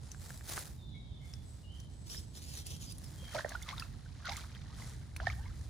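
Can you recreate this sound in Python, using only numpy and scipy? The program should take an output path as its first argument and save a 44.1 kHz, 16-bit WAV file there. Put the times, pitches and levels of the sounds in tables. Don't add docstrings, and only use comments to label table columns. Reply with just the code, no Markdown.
import sys
import numpy as np
from scipy import signal
from scipy.fft import rfft, irfft
from scipy.io import wavfile
from scipy.ndimage import uniform_filter1d

SR = 44100
rng = np.random.default_rng(int(sys.argv[2]) if len(sys.argv) > 2 else 0)


def wrap_up_sound(samples):
    columns = np.atleast_2d(samples).T
    tamed = np.clip(columns, -1, 1)
    steps = np.round(tamed * 32767).astype(np.int16)
    wavfile.write(sys.argv[1], SR, steps)


N = 250929
TIME = np.arange(N) / SR
FREQS = np.arange(N // 2 + 1) * SR / N


def undb(db):
    return 10 ** (np.asarray(db) / 20)


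def unit(x):
    return x / np.sqrt(np.mean(x ** 2))


def balance(left_over_right_db):
    return undb(np.array([[left_over_right_db], [-left_over_right_db]]) / 2)


def gain_curve(rows):
    s, db = np.transpose(rows)
    return undb(np.interp(TIME, s, db, left=-120, right=-120))


def strokes(rows, attack_s, release_s):
    power = 0
    for s, hold, db in rows:
        before = np.maximum(s - TIME, 0) / attack_s
        after = np.maximum(TIME - s - hold, 0) / release_s
        power = power + undb(db) ** 2 * np.exp(-2 * np.minimum(before + after, 20))
    return np.sqrt(power)


def walk(rate_per_s):
    return unit(signal.resample(rng.standard_normal(int(rate_per_s * N / SR) + 2), N))


def colour(x, points):
    hz, db = np.transpose(points)
    gain = undb(np.interp(np.log(FREQS + 1), np.log(hz), db))
    return unit(irfft(rfft(x) * gain, N))


def add(out, s, x):
    i = max(int(s * SR), 0)
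    out[..., i:i + x.shape[-1]] += x[..., :N - i]


def lead(pair, radians):
    return irfft(rfft(pair) * np.exp(.5j * np.array([radians, -radians])), N)


def scatter(x, t60, wet_db):
    t = TIME[:int(t60 * SR) + 2]
    tail = rng.standard_normal((2, len(t))) * np.exp(-np.log(1000) * t / t60)
    tail *= undb(wet_db) / np.linalg.norm(tail, axis=1, keepdims=True)
    wet = signal.fftconvolve(np.atleast_2d(x), tail, axes=-1)[:, :x.shape[-1]]
    return (x + wet) / np.hypot(1, undb(wet_db))


def slips(rate_per_s, spread_db, decay_s, apart_db):
    size = undb(spread_db * np.clip(rng.standard_normal(N), -2, 2))
    energy = size ** 2 * (rng.random(N) < rate_per_s / SR)
    energy = signal.lfilter([1], [1, -np.exp(-1 / (decay_s * SR))], energy + 1e-9)
    energy /= uniform_filter1d(energy, SR // 16)
    noise = rng.standard_normal(N) + undb(apart_db) * rng.standard_normal((2, N))
    return np.sqrt(energy) * noise


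def whistles(rows, waver, t60, wet_db):
    out = np.zeros((2, N))
    for s, length, start_hz, end_hz, db in rows:
        u = np.linspace(0, 1, int(length * SR))
        tremble = np.interp(u * length, np.arange(200) / 400, rng.standard_normal(200))
        pitch = (start_hz + (end_hz - start_hz) * u) * (1 + waver * tremble)
        note = np.sqrt(4 * u * (1 - u)) * np.sin(2 * np.pi * np.cumsum(pitch) / SR)
        add(out, s, undb(db) * scatter(np.pad(note, (0, SR // 2)), t60, wet_db))
    return out


def background(apart_db=-7, skew_db=-4, air_db=-62):
    # freq_hz, level_db
    rumble_colour = [(22, -29), (34, -28), (48, -1), (61, -1.5), (72, 1.5), (88, 0), (103, -6), (122, -1.5),
                     (150, -7.5), (200, -15), (275, -20), (330, -25), (480, -35.5), (1000, -74)]
    # freq_hz, level_db
    air_colour = [(200, 16.5), (400, 7.5), (800, 7), (1500, -6), (2500, -8.5), (4000, -0.5), (8000, -15.5),
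                  (11000, -33.5), (16000, -94)]
    rumble_db, wander_db, wander_per_s = -48, 1.3, 12
    low = rng.standard_normal(N) + undb(apart_db) * rng.standard_normal((2, N))
    low = colour(low, rumble_colour)
    low /= np.sqrt(uniform_filter1d(np.mean(low ** 2, axis=0), SR // 6))
    low *= undb(rumble_db + wander_db * walk(wander_per_s)) * balance(skew_db)
    air = colour(rng.standard_normal(N) + 3.04 * rng.standard_normal((2, N)), air_colour)
    return low + undb(air_db) * air


def netting(lift_db=3, apart_db=-2):
    # start_s, hold_s, level_db, fizz_db (fine fizz of the strands relative to the stroke)
    rubs = [(0.034, 0.095, -64, -37), (0.224, 0.12, -58.5, -11), (0.498, 0.083, -47.5, -9.5),
            (1.255, 0.09, -67, -18), (1.434, 0.17, -70.5, -20), (1.75, 0.074, -68.5, -26),
            (3.01, 0.41, -63, -13), (3.34, .015, -54.5, -19), (3.498, 0.34, -64.5, -13),
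            (4.315, 0.081, -57.5, -17), (4.79, 0.11, -58, -24), (5.272, 0.12, -65.5, -13),
            (5.555, 0.1, -67, -21)]
    # freq_hz, level_db
    net_colour = [(150, -7), (350, 3), (600, 4), (1100, 0), (1900, 1.5), (2700, -5), (4200, 0.5),
                  (7000, 0.5), (8500, 2), (10300, -2.5), (12000, -12.5), (15000, -14), (16500, -58)]
    # freq_hz, level_db
    fizz_colour = [(5000, -43), (9000, -18), (11500, -12), (15000, -7.5), (16500, -18)]
    attack_s, release_s = 0.031, 0.067
    rest_db, carried_db, picked_up_s = -78.5, -71, 1.9
    grain = slips(2600, 4.5, .0007, apart_db)
    rub = strokes([(s, hold, db) for s, hold, db, _ in rubs], attack_s, release_s)
    fizz = strokes([(s, hold, db + fizz_db) for s, hold, db, fizz_db in rubs], attack_s, release_s)
    stir = undb(np.where(TIME < picked_up_s, rest_db, carried_db))
    body = colour(grain, net_colour) * np.hypot(rub, stir)
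    return undb(lift_db) * (body + colour(grain, fizz_colour) * fizz)


def birds(lift_db=2):
    # start_s, length_s, start_hz, end_hz, level_db
    notes = [(.78, 0.12, 3700, 3580, -61), (.83, 0.27, 4040, 3610, -64.5), (.9, .081, 3555, 3330, -59.5),
             (.94, 0.029, 2120, 2270, -57.5), (1.0, .27, 3330, 3010, -72.5),
             (1.1, 0.085, 3680, 3410, -61.5), (1.2, 0.059, 2140, 2206, -62),
             (1.249, 0.13, 3420, 3470, -66.5), (1.63, 0.047, 2890, 2910, -61),
             (1.68, 0.098, 3004, 3153, -57.5), (2.455, .4, 3183, 3280, -64), (3.17, 0.17, 3234, 3136, -57),
             (.1, 0.32, 7730, 7700, -62.5), (1.44, 0.069, 7760, 7970, -59.5), (1.89, 0.44, 7940, 7910, -64)]
    return undb(lift_db) * whistles(notes, waver=.021, t60=.6, wet_db=5)


def ticks(snap_s=0.0034, ring_s=0.00096, lift_db=3.5):
    # start_s, peak_db, ring_hz, snap_db (broad snap relative to the ring)
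    tick_rows = [(.1165, -37, 6140, -8), (.1465, -44, 1570, -23), (.305, -38.5, 1670, -13),
                 (.375, -44.5, 11000, -3.5), (.41, -42.5, 1660, -23), (.4925, -39, 3830, 5.5),
                 (.571, -32.5, 1840, -13), (.5775, -26.5, 1410, -24), (.592, -34.5, 10400, -20),
                 (.674, -48, 1600, 2.5), (1.3375, -36, 5430, -23), (1.801, -45, 5740, -4.5),
                 (2.099, -39.5, 5000, -6), (2.147, -43.5, 1840, -7), (2.352, -48, 4170, -2),
                 (2.5525, -39.5, 6560, -1.5), (2.6678, -34.5, 9260, -13), (2.765, -47, 7200, 1),
                 (2.9225, -37, 9950, -7.5), (2.9825, -37.5, 10300, -11), (3.042, -46, 9400, -1.5),
                 (3.492, -42.5, 6350, 6), (3.625, -39.5, 6460, 0), (3.69, -31.5, 3500, -16),
                 (3.7808, -35.5, 3750, -27), (3.7975, -31.5, 4850, -3.5), (4.2552, -36, 4270, -12),
                 (4.32, -38.5, 5500, -4), (4.3682, -38, 6700, 1.5), (4.55, -44, 3180, -11),
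                 (4.789, -53, 1600, -4.5), (5.164, -35, 2360, -2)]
    # freq_hz, level_db
    tick_colour = [(400, -23), (1500, -23), (4000, 5.5), (7000, 1.5), (10000, 4.5), (14000, -5.5),
                   (16000, -4)]
    out, t = np.zeros((2, N)), TIME[:SR // 30]
    hiss = colour(rng.standard_normal(N), tick_colour)
    for k, (s, db, hz, snap_db) in enumerate(tick_rows):
        snap = hiss[k * len(t):(k + 1) * len(t)] * np.exp(-t / snap_s)
        ring = np.sin(2 * np.pi * hz * t) * np.exp(-t / ring_s)
        tick = ring + .5 * undb(snap_db) * snap
        add(out, s, undb(db + lift_db) * scatter(tick, t60=.028, wet_db=-3))
    return out


def sliding_echo(x, lag_s, share):
    late = TIME - lag_s * np.exp(0.286 * walk(9))
    return x + share * np.array([np.interp(late, TIME, port) for port in x])


def ribbon(lift_db=2, catch_db=2.0, lead_ms=0.31, apart_db=-2):
    # start_s, hold_s, level_db
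    pulls = [(2.07, 0.12, -57.5), (2.1, 0.087, -52), (2.355, 0.019, -51.5), (2.42, 0.17, -55.5),
             (2.54, 0.057, -55), (2.666, 0.057, -52), (2.75, 0.024, -63), (2.81, 0.11, -56)]
    # start_s, length_s, start_hz, end_hz, level_db
    squeaks = [(2.09, 0.055, 5300, 6000, -47), (2.165, 0.021, 4910, 5500, -42.5),
               (2.8, 0.055, 6550, 6670, -53.5), (2.86, 0.072, 4950, 4850, -50),
               (3.03, 0.051, 5830, 4700, -56)]
    # freq_hz, level_db
    ribbon_colour = [(400, -2), (1200, -6.5), (2200, -8.5), (3200, -2), (5200, 1), (6700, -1), (8200, -5),
                     (10300, -2.5), (12000, -10.5), (15000, -9), (16500, -31)]
    grain = sliding_echo(slips(3200, 4, .0008, apart_db), lag_s=.0006, share=.35)
    pull = strokes(pulls, attack_s=0.0096, release_s=0.03)
    catching = undb(catch_db * walk(50))
    chatter = undb(lift_db) * colour(grain, ribbon_colour) * pull * catching
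    both = chatter + whistles(squeaks, waver=.032, t60=.04, wet_db=0)
    phase = np.minimum(2 * np.pi * FREQS * lead_ms / 1000, 4 * np.pi)
    return lead(both, phase)


def mud_squeeze():
    # start_s, hold_s, crackle level_db
    presses = [(3.348, 0.054, -46.5), (3.49, 0.064, -56), (3.69, 0.029, -49.5), (3.775, 0.063, -54.5),
               (4.262, 0.071, -46.5), (4.36, 0.052, -55.5), (4.55, 0.01, -66), (4.8, 0.017, -57.5),
               (5.205, 0.039, -55), (5.27, 0.0056, -45.5), (5.3, 0.032, -54.5), (5.44, 0.055, -63.5)]
    # start_s, crackle level_db
    seep = [(3.05, -84), (3.3, -58), (4.05, -69), (4.22, -62), (4.8, -62), (5.1, -72), (5.69, -69)]
    stick_db, stick_per_s = 2, 120
    pressed = strokes(presses, attack_s=0.012, release_s=0.015)
    return np.hypot(pressed, gain_curve(seep)) * undb(stick_db * walk(stick_per_s))


def crackle(squeeze, low_hz=550, octaves=2.66, film_db=-1):
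    # freq_hz, level_db
    mud_colour = [(200, -11), (400, -25), (620, -9), (1000, 1), (1900, 7.5), (2700, 2.5), (4000, 12.5),
                  (6500, 6), (9000, -24), (16000, -36)]
    swarm, t = np.zeros((2, N)), TIME[:SR // 60]
    for when, size, strength, place, glide in rng.random((N // 32, 5)):
        hz = low_hz * 2 ** (octaves * size)
        age = t * hz / 3.5
        bend = 1 + (glide - .3) * 0.037 * np.tanh(age)
        port_phase = (place - .5) * hz / 1800 * np.array([[1], [-1]])
        bubble = np.exp(-age) * np.sin(2 * np.pi * hz * t * bend + port_phase)
        add(swarm, when * N / SR, strength ** 3 * bubble)
    films = slips(rate_per_s=1400, spread_db=5, decay_s=.0006, apart_db=1)
    return colour(unit(swarm) + undb(film_db) * unit(films), mud_colour) * squeeze


def pop(hz, swell_s, rise_oct, flutter):
    age = TIME[:len(flutter)] / swell_s
    pitch = hz * 2 ** (rise_oct * np.tanh((age - 1) / 2))
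    return np.sin(2 * np.pi * np.cumsum(pitch) / SR) * age * np.exp(1 - age) * flutter


def pockets(squeeze, rough=0.19, skew_db=-4.5, tail_s=0.072):
    # start_s, pitch_hz, peak_db, swell_ms
    big_pockets = [(3.225, 527, -50, 3.7), (3.346, 672, -33.5, 3), (3.350, 910, -38, 2.4),
                   (3.352, 580, -32.5, 4.1), (3.359, 1300, -40, 2.6), (3.367, 606, -35, 3.2),
                   (3.378, 607, -37, 2.5), (3.382, 1454, -37, 2.5), (3.389, 1800, -36, 1.4),
                   (3.392, 607, -36, 3), (3.395, 1110, -30, 0.6), (3.407, 1720, -36, 1.8),
                   (3.446, 1830, -33, 1.2), (3.4475, 620, -26, 1.7), (3.460, 1560, -39, 1),
                   (3.461, 574, -38, 1.6), (3.515, 700, -40.5, 2.5), (3.520, 1630, -38, 1.7),
                   (3.549, 953, -37.5, 1.1), (3.552, 1420, -32, 2.4), (3.618, 2090, -48.5, 2.2),
                   (3.630, 3480, -44, 1.6), (3.661, 1210, -50, 3.5), (3.683, 1030, -39.5, 0.86),
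                   (3.688, 2050, -33.5, 0.78), (3.707, 2140, -44, 2.7), (3.771, 1290, -50, 3.4),
                   (3.822, 1320, -36.5, 1.6), (3.822, 2630, -42.5, 2.2), (4.06, 1520, -53, 2.1),
                   (4.286, 680, -37, 2.4), (4.310, 896, -41, 2.3), (4.320, 2150, -34, 0.93),
                   (4.322, 885, -39.5, 2.6), (4.360, 2100, -39.5, 1), (4.820, 2060, -47, 1.6),
                   (4.821, 890, -45, 0.72), (5.201, 1530, -32, 0.72), (5.201, 710, -40, 1.8),
                   (5.269, 1790, -24, 1.7), (5.2705, 727, -29, 2.3), (5.2998, 2200, -31, 0.91),
                   (5.303, 1250, -42, 2), (5.457, 2150, -53, 3)]
    big_rise_oct, small_rise_oct = 0.029, 0.19
    small_db = 6
    small_low_hz, small_octaves, small_swell_cycles = 908, 1.4, 3.5
    out, count = np.zeros((2, N)), SR // 16
    flutter = 1 + rough * walk(900)
    for k, (s, hz, db, swell_ms) in enumerate(big_pockets):
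        ring = pop(hz, swell_ms / 1000, big_rise_oct, flutter[k * count:(k + 1) * count])
        add(out, s, undb(db) * scatter(ring, tail_s, wet_db=-8))
    for when, size, strength in rng.random((N // 800, 3)):
        i = int(when * (N - count))
        hz = small_low_hz * 2 ** (small_octaves * size)
        ring = pop(hz, small_swell_cycles / hz, small_rise_oct, flutter[i:i + count])
        gain = undb(small_db) * squeeze[i] * strength
        add(out, i / SR, gain * scatter(ring, tail_s, wet_db=-8))
    return out * balance(skew_db)


def slurps(tail_s=0.061, rough=0.45):
    # start_s, length_s, start_hz, end_hz, level_db
    gaps = [(3.72, 0.025, 780, 1430, -42.5), (4.245, 0.04, 1492, 1370, -43), (4.29, 0.026, 720, 865, -42),
            (5.21, 0.04, 560, 846, -47), (5.375, 0.046, 703, 1000, -55.5), (5.39, 0.049, 1410, 1750, -61)]
    sputter = (1 + rough * walk(500)) / np.hypot(1, rough)
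    return whistles(gaps, waver=0.053, t60=tail_s, wet_db=-3) * sputter


def sway():
    # start_s, level_db
    shakes = [(4.3, -83), (4.8, -46), (5.2, -48), (5.27, -39), (5.69, -49.5)]
    # freq_hz, level_db
    sway_colour = [(15, -32), (30, -16), (55, -3.5), (85, -3.5), (125, -7), (200, -33), (600, -90)]
    return colour(rng.standard_normal(N), sway_colour) * gain_curve(shakes)


def scene():
    squeeze = mud_squeeze()
    trap = netting() + ticks() + ribbon()
    mud = crackle(squeeze) + pockets(squeeze) + slurps()
    near = scatter(trap + mud, t60=.5, wet_db=-17)
    return background() + near + birds() + sway()


def record(dry):
    # freq_hz, lead_radians
    ports = [(0, 0), (750, .6), (1800, 0), (6800, 0), (8400, -3), (10100, -6.3), (12100, -9.4),
             (14000, -12.6), (16000, -16)]
    top_hz = 15900
    hz, radians = np.transpose(ports)
    heard = lead(dry, np.interp(FREQS, hz, radians))
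    return signal.sosfilt(signal.ellip(8, .2, 70, top_hz, fs=SR, output="sos"), heard)


dry = scene()
out = record(dry)
wrap_up_sound(out)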